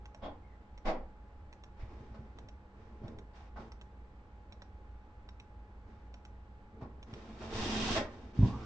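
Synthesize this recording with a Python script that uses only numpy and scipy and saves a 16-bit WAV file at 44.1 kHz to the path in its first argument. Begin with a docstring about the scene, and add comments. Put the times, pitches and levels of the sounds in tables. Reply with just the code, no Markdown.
"""A small, quiet room with a faint electrical hum, where kittens play on a blanket-covered floor.
Something small clicks in pairs, like a button pressed and let go. Cloth is flicked in quick puffs,
and a thin squeak slips by. Paws drag the blanket, its threads catching and slipping, and soft blows
ring the floor. Near the end a kitten scrabbles across, lands with a close thump and skids."""
import sys
import numpy as np
from scipy import signal
from scipy.fft import rfft, irfft, next_fast_len
from scipy.io import wavfile

SR = 44100
rng = np.random.default_rng(int(sys.argv[2]) if len(sys.argv) > 2 else 0)


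def master(y):
    """Save y as 16-bit WAV."""
    cut = np.clip(np.atleast_2d(y).T, -1, 1)
    pcm = np.round(cut * 32767)  # scale
    wavfile.write(sys.argv[1], SR, pcm.astype(np.int16))


N = 381465
TIME = np.arange(N) / SR


def gain_of(db):
    return 10 ** (np.asarray(db) / 20)


def unit_rms(x):
    return x / np.sqrt(np.mean(x ** 2) + 1e-20)


def curve_at(points, hz):
    """Reads a breakpoint curve along a log frequency axis."""
    point_hz, value = np.transpose(points)
    return np.interp(np.log(hz + 1), np.log(point_hz + 1), value)


def add(mix, start_s, sound):
    part = mix[..., round(start_s * SR):][..., :sound.shape[-1]]
    part += sound[..., :part.shape[-1]]


def coloured(pair, spectrum):
    """Shapes two unrelated signals and makes their bass alike, as two close microphones hear it."""
    # stereo image, narrow in the bass: (frequency [Hz], left-right correlation [0 to 1])
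    correlation = [(60, 1), (130, 0.97), (240, 0.97), (490, 0.85), (1000, 0.64), (1400, 0.23), (2000, 0.2),
                   (8000, 0.076)]
    size = next_fast_len(pair.shape[1])
    hz = np.fft.rfftfreq(size, 1 / SR)
    a, b = rfft(pair, size)
    alike = curve_at(correlation, hz)
    mid, side = a * np.sqrt(1 + alike), b * np.sqrt(1 - alike)
    shaped = np.array([mid + side, mid - side]) * gain_of(curve_at(spectrum, hz))
    return unit_rms(irfft(shaped, size)[:, :pair.shape[1]])


def noise(spectrum, size=N):
    """Steady stereo noise of the given colour."""
    return coloured(rng.standard_normal((2, size)), spectrum)


def wander(rate_hz):
    """Random modulation with nothing faster than rate_hz."""
    slow = np.fft.rfftfreq(N, 1 / SR) < rate_hz
    return unit_rms(irfft(rfft(rng.standard_normal(N)) * slow, N))


def resonant(x, modes):
    """Adds resonant peaks: (frequency [Hz], width [Hz], gain [dB])."""
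    return x + sum(gain_of(db) * signal.lfilter(*signal.iirpeak(hz, hz / width, fs=SR), x)
                   for hz, width, db in modes)


def from_right(x, lag_s=0.00016):
    """A sound from the right reaches the left microphone a little later."""
    t = np.arange(len(x)) / SR
    return np.array([np.interp(t - lag_s, t, x), x])


def walls(x, from_hz=1100, skew_s=0.0004):
    """Near surfaces comb the treble; each echo reaches left and right at slightly different times."""
    # early reflections off floor and walls: (delay [s], gain [dB])
    echoes = [(.0023, -14.5), (.0041, -14), (.0068, -10.5), (0.01, -12.5), (0.0173, -17)]
    treble = signal.sosfilt(signal.butter(2, from_hz, "high", fs=SR, output="sos"), x)
    out = x.copy()
    for delay, db in echoes:
        for side in range(2):
            add(out[side], delay + skew_s * rng.uniform(-0.92, 1), gain_of(db) * treble[side])
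    return out


def room(x, wet_db):
    """Adds a diffuse tail, each band dying at its own speed; the small room holds little deep bass."""
    # reverb time: (frequency [Hz], t60 [s])
    decay = [(100, 0.44), (500, 0.34), (2000, 0.3), (8000, 0.18)]
    wash = noise([(100, -8), (350, -0.5), (700, -1), (8000, 0.5)], size=SR // 2)
    hz, t, bands = signal.stft(wash, SR, nperseg=256)
    fade = gain_of(-60 * t / curve_at(decay, hz)[:, None]) * (t > 0)
    tail = signal.istft(bands * fade, SR, nperseg=256)[1]
    tail /= np.linalg.norm(tail[0])
    return x + gain_of(wet_db) * signal.fftconvolve(x.mean(0)[None], tail, axes=1)[:, :N]


def room_tone(rumble_db=-52.5, air_db=-64, fizz_db=-76, waver_db=-1.1, drift_cycles=0.14):
    """Building rumble, soft hiss, a thin fizz from the right and two wavering lines of hum."""
    # electrical hum: (frequency [Hz], level [dB])
    hum_lines = [(199.2, -69.5), (842.3, -68.5)]
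    # colours of the building's rumble and the room's hiss: (frequency [Hz], relative level [dB])
    rumble_eq = [(15, 0.5), (38, -6.5), (46, 3.5), (56, 11), (68, 5.5), (80, 3), (102, -2), (118, -11.5),
                 (133, -5.5), (150, -19.5), (170, -14), (230, -9.5), (300, -57.5)]
    air_eq = [(150, -47), (250, -5), (326, -5.5), (362, -7.5), (501, -6.5), (674, -13), (793, -8.5),
              (854, -15), (893, -11), (1390, -15.5), (1790, -21.5), (8110, -44), (8600, -57), (11200, -86),
              (18900, -120)]
    fizz_eq = [(700, -16), (1700, 4), (2300, -2.5), (3000, -11), (5500, -23.5), (8500, -38.5)]
    hum = np.zeros(N)
    for hz, db in hum_lines:
        amplitude = gain_of(db + waver_db * wander(2.9)) * np.sqrt(2)
        hum += amplitude * np.sin(2 * np.pi * (hz * TIME + drift_cycles * wander(3.5)))
    fizz = gain_of(fizz_db) * from_right(noise(fizz_eq)[0], lag_s=0.00023)
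    return gain_of(rumble_db) * noise(rumble_eq) + gain_of(air_db) * noise(air_eq) + fizz + hum


def button_clicks(rise_s=0.00043, t60_s=0.018, seat_s=0.0052, seat_db=-7, level_db=6, release_db=0.5):
    """A small spring snaps over, rings briefly and seats with a weaker tick, a little to the right."""
    # one click going down, one coming up: (time [s], held for [s], relative level [dB])
    presses = [(0.0562, 0.09, -52), (0.7769, 0.079, -54), (1.5272, 0.11, -52.5), (2.3864, 0.1, -52),
               (3.0804, .1066, -53), (3.7191, 0.094, -51.5), (4.5233, .0963, -51), (5.2888, 0.11, -51.5),
               (6.141, 0.11, -53), (7.0278, 0.11, -50.5)]
    # colour of the snap: (frequency [Hz], relative level [dB])
    snap_eq = [(200, -16), (600, 8), (1300, 1), (2300, 3), (3900, 1), (4600, -12.5), (5600, -9),
               (7000, -13), (8500, -18.5)]
    spring_mode = [(5590, 260, 5)]
    out, t = np.zeros((2, N)), np.arange(2048) / SR
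    for pressed, held, press_db in presses:
        for start, db in (pressed, press_db), (pressed + held, press_db + release_db):
            envelope = (1 - np.exp(-t / rise_s)) * gain_of(db + level_db - 60 * t / t60_s)
            snap = noise(snap_eq, size=len(t))[0] * envelope
            tick = from_right(resonant(snap, spring_mode))
            add(out, start, tick)
            add(out, start + seat_s * rng.uniform(0.76, 1.3), gain_of(seat_db) * tick)
    return room(out * gain_of([[-1], [1]]), wet_db=-7)


def cloth_flicks(split_hz=1800, t60_s=0.21, treble_life=0.46, push_hz=19, push_t60_s=0.42, level_db=-3):
    """Cloth puffs with a knock and a scrape; its treble dies first, and it shoves a slow wave of air."""
    # flicks against the floor: (time [s], relative level [dB], treble against body [dB], swell [s],
    # air push against body [dB], knock [Hz], scrape [Hz], scrape gain [dB])
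    flicks = [(.212, -40.5, -4.5, .028, 1, 733, 3330, 12), (.843, -31.5, 2, 0.031, 7.5, 763, 2040, -3),
              (1.785, -61.5, 10.5, 0.025, 25, 500, 1970, 10), (2.138, -56, 7.5, 0.0086, -1, 418, 1390, 5),
              (3.025, -54, -1, 0.014, -3, 390, 1310, -18), (3.556, -46, 1, 0.013, -3, 840, 1320, 6.5),
              (6.804, -50.5, 6, 0.015, -9, 226, 1000, 10.5), (7.402, -45.5, 1, 0.012, -5, 685, 1300, 0),
              (7.945, -31.5, 2, 0.019, -6, 640, 1870, 8.5)]
    # colour of the puff: (frequency [Hz], relative level [dB])
    puff_eq = [(60, -34.5), (130, -30.5), (200, 3.5), (350, -6.5), (500, 1), (760, -0.5), (1100, -6.5),
               (1600, -14), (2200, -16.5), (3000, -24), (5000, -27), (7000, -39), (8500, -50.5)]
    out, t = np.zeros((2, N)), np.arange(SR // 2) / SR
    for start, db, treble_db, swell, push_db, knock_hz, scrape_hz, scrape_db in flicks:
        peaks = [(knock_hz, 90, -2), (scrape_hz, 350, scrape_db)]
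        puff = unit_rms(resonant(noise(puff_eq, size=len(t)), peaks))
        body = signal.sosfiltfilt(signal.butter(2, split_hz, fs=SR, output="sos"), puff)
        attack = np.sin(np.pi / 2 * np.minimum(t / swell, 1)) ** 2
        decay_time = np.maximum(t - 1.85 * swell, 0)  # a short hold after the swell
        fall_db = -60 * decay_time / t60_s
        treble = (puff - body) * gain_of(treble_db + fall_db / treble_life)
        push = gain_of(push_db - 60 * decay_time / push_t60_s) * np.sin(2 * np.pi * push_hz * t)
        add(out, start, gain_of(db + level_db) * attack * (body * gain_of(fall_db) + treble + push))
    return room(walls(out), wet_db=-1.5)


def friction_glide(points, spread_hz, wet_db):
    """A narrow, unsteady band of friction noise that slides in pitch."""
    times, hz, db = np.transpose(points)
    phase = 2 * np.pi * np.cumsum(np.interp(TIME, times, hz)) / SR
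    envelope = np.interp(TIME, times, gain_of(db), left=0, right=0)
    band = np.sin(phase) * wander(spread_hz) * envelope
    return room(np.tile(band, (2, 1)), wet_db)


def squeak():
    """A faint, thin friction squeak that sags in pitch."""
    # path of the squeak: (time [s], pitch [Hz], level [dB])
    path = [(.42, 2200, -88), (.44, 2190, -74.5), (.485, 2110, -77), (.52, 1894, -67), (.55, 1900, -89)]
    return friction_glide(path, spread_hz=100, wet_db=5)


def fibres(spectrum, per_s, spread_db=2):
    """Threads catch and slip: a dense train of tiny snaps of uneven size."""
    accents_db = spread_db * np.minimum(rng.exponential(1, (2, N)), 4)
    snaps = gain_of(accents_db) * rng.standard_normal((2, N))
    slipping = rng.random((2, N)) < per_s / SR
    return coloured(snaps * slipping, spectrum)


def pull_envelopes(points, extra_weight_db=0, full_pull_db=-39, weight_slope=0.57, rub_slope=0.69):
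    """One pull drives scratch, rumble and rub; the scratch grows fastest, so hard pulls are brighter."""
    times, db = np.transpose(points)
    t = np.arange(times[0], times[-1], 1 / SR)
    pull_db = np.interp(t, times, db) - full_pull_db
    levels_db = np.array([pull_db, weight_slope * pull_db + extra_weight_db, rub_slope * pull_db])
    return times[0], gain_of(full_pull_db + levels_db) * signal.windows.tukey(len(t), 0.02)


def paw_drags(scratch_db=1, weight_db=3.5, rub_db=-1, peak_share=0.18, edge_db=-10.5):
    """Paws pull the blanket: the weave scratches, the floor under it rumbles, the cloth rubs."""
    # colours of scratch, floor rumble and rub: (frequency [Hz], relative level [dB])
    weave_eq = [(880, -20), (1500, -12.5), (1800, -6.5), (2200, -12.5), (2520, -3.5), (3700, -5.5),
                (4000, -6), (5250, -6), (6150, -9), (8600, -24.5), (11200, -65), (18900, -120)]
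    underlay_eq = [(25, 5), (60, 0.5), (110, 7), (155, -8.5), (235, 5.5), (295, -3), (360, 0.5), (480, -3),
                   (700, -16), (1500, -60.5)]
    cloth_eq = [(250, -18.5), (480, -14.5), (700, -1.5), (1000, -4), (1400, -8), (1900, -11.5), (2300, -13),
                (5000, -47)]
    # resonances in the scratch and under the blanket: (frequency [Hz], width [Hz], gain [dB])
    rasp = [(2010, 40, -4), (2570, 71, -2.5), (2805, 70, -5), (3220, 70, 2), (3630, 108, 2.5)]
    hollow = [(220.3, 7.6, 7.5), (361, 20, -5), (440, 12, -2.5), (910, 14, 14.5)]
    # small paw shuffles: (time [s], length [s], peak pull [dB], extra weight on the floor [dB])
    shuffles = [(1.767, 0.18, -74.5, -4), (1.886, 0.45, -76.5, 0.5), (2.35, 0.13, -80, 4.5),
                (2.738, 0.4, -80.5, 1), (3.015, 0.21, -81, 11.5), (3.333, .16, -70, -25),
                (3.582, 0.11, -69.5, 2), (5.858, 0.23, -81.5, 0), (6.726, 0.31, -94.5, 12)]
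    # the dash across the blanket and the skid on landing: (time [s], pull [dB])
    dash = [(7.06, -78), (7.144, -68), (7.36, -69.5), (7.434, -58), (7.49, -60), (7.564, -45.5),
            (7.976, -39.5), (8.082, -73), (8.13, -68.5), (8.33, -76)]
    skid = [(8.33, -78), (8.346, -69), (8.478, -56.5), (8.532, -66), (8.65, -64.5)]
    scratch = gain_of(scratch_db) * unit_rms(resonant(fibres(weave_eq, per_s=9000), rasp))
    rumble = gain_of(weight_db) * unit_rms(resonant(fibres(underlay_eq, per_s=5200), hollow))
    rub = gain_of(rub_db) * fibres(cloth_eq, per_s=4000)
    envelopes = np.zeros((3, N))
    for start, length, db, extra_weight_db in shuffles:
        arch = [(start, db + edge_db), (start + peak_share * length, db), (start + length, db + edge_db)]
        add(envelopes, *pull_envelopes(arch, extra_weight_db))
    add(envelopes, *pull_envelopes(dash))
    add(envelopes, *pull_envelopes(skid, extra_weight_db=2))
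    layers = np.array([scratch, rumble, rub]) * envelopes[:, None]
    return room(walls(layers.sum(0)), wet_db=-8.5)


def floor_thumps(low_cut_hz=60):
    """Padded blows press on the floor for a few milliseconds and ring its low modes."""
    # soft blows: (time [s], strength [dB], contact [s])
    blows = [(1.826, -29.5, 0.012), (2.006, -49, 0.0015), (2.108, -35.5, 0.012), (2.188, -40.5, .0058),
             (2.44, -45.5, 0.0055), (3.04, -38, 0.0055), (3.604, -50, 0.002), (6.822, -40, 0.0007),
             (7.128, -42.5, 0.0036), (7.619, -42, 0.00099), (7.756, -41, 0.00097), (8.374, -36, 0.0047),
             (8.389, -18.5, 0.0038), (8.408, -22.5, 0.0042), (8.429, -14.5, 0.0045), (8.456, -26.5, 0.0023)]
    # floor modes: (frequency [Hz], gain [dB], t60 [s])
    boards = [(66.2, -7.5, 0.88), (101.5, -4, 0.15), (127.5, 1, 0.11), (166.7, -8, 0.13), (200, -8.5, 0.12),
              (233.6, -9.5, 0.17), (257, -2.5, 0.14), (368, -19.5, 0.25)]
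    force, t = np.zeros(N), np.arange(SR // 2) / SR
    for start, db, contact in blows:
        press = np.sin(np.pi * np.minimum(t / contact, 1)) ** 2
        add(force, start, gain_of(db) * press / press.sum())
    ring = -sum(gain_of(db - 60 * t / t60) * np.sin(2 * np.pi * hz * t) for hz, db, t60 in boards)
    radiated = signal.sosfilt(signal.butter(2, low_cut_hz, "high", fs=SR, output="sos"), ring)
    thumps = signal.fftconvolve(force, radiated)[:N]
    return room(np.tile(thumps, (2, 1)), wet_db=-4)


def skid_swish():
    """A scrape that rises in pitch through the skid."""
    # path of the scrape: (time [s], pitch [Hz], level [dB])
    path = [(8.42, 800, -44.5), (8.46, 880, -52.5), (8.58, 1086, -50), (8.65, 1320, -54)]
    return friction_glide(path, spread_hz=230, wet_db=-4)


def scene():
    """The play and the clicks over a bed of room tone."""
    slides = squeak() + skid_swish()
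    return room_tone() + cloth_flicks() + slides + paw_drags() + floor_thumps() + button_clicks()


def record(dry):
    """The right microphone is slightly hotter, and a steep low-pass takes off the top."""
    low_pass = signal.firwin(801, cutoff=8650, window=("kaiser", 9), fs=SR)
    return signal.oaconvolve(dry * gain_of([[-0.45], [0.45]]), low_pass[None], "same")


dry = scene()
out = record(dry)
master(out)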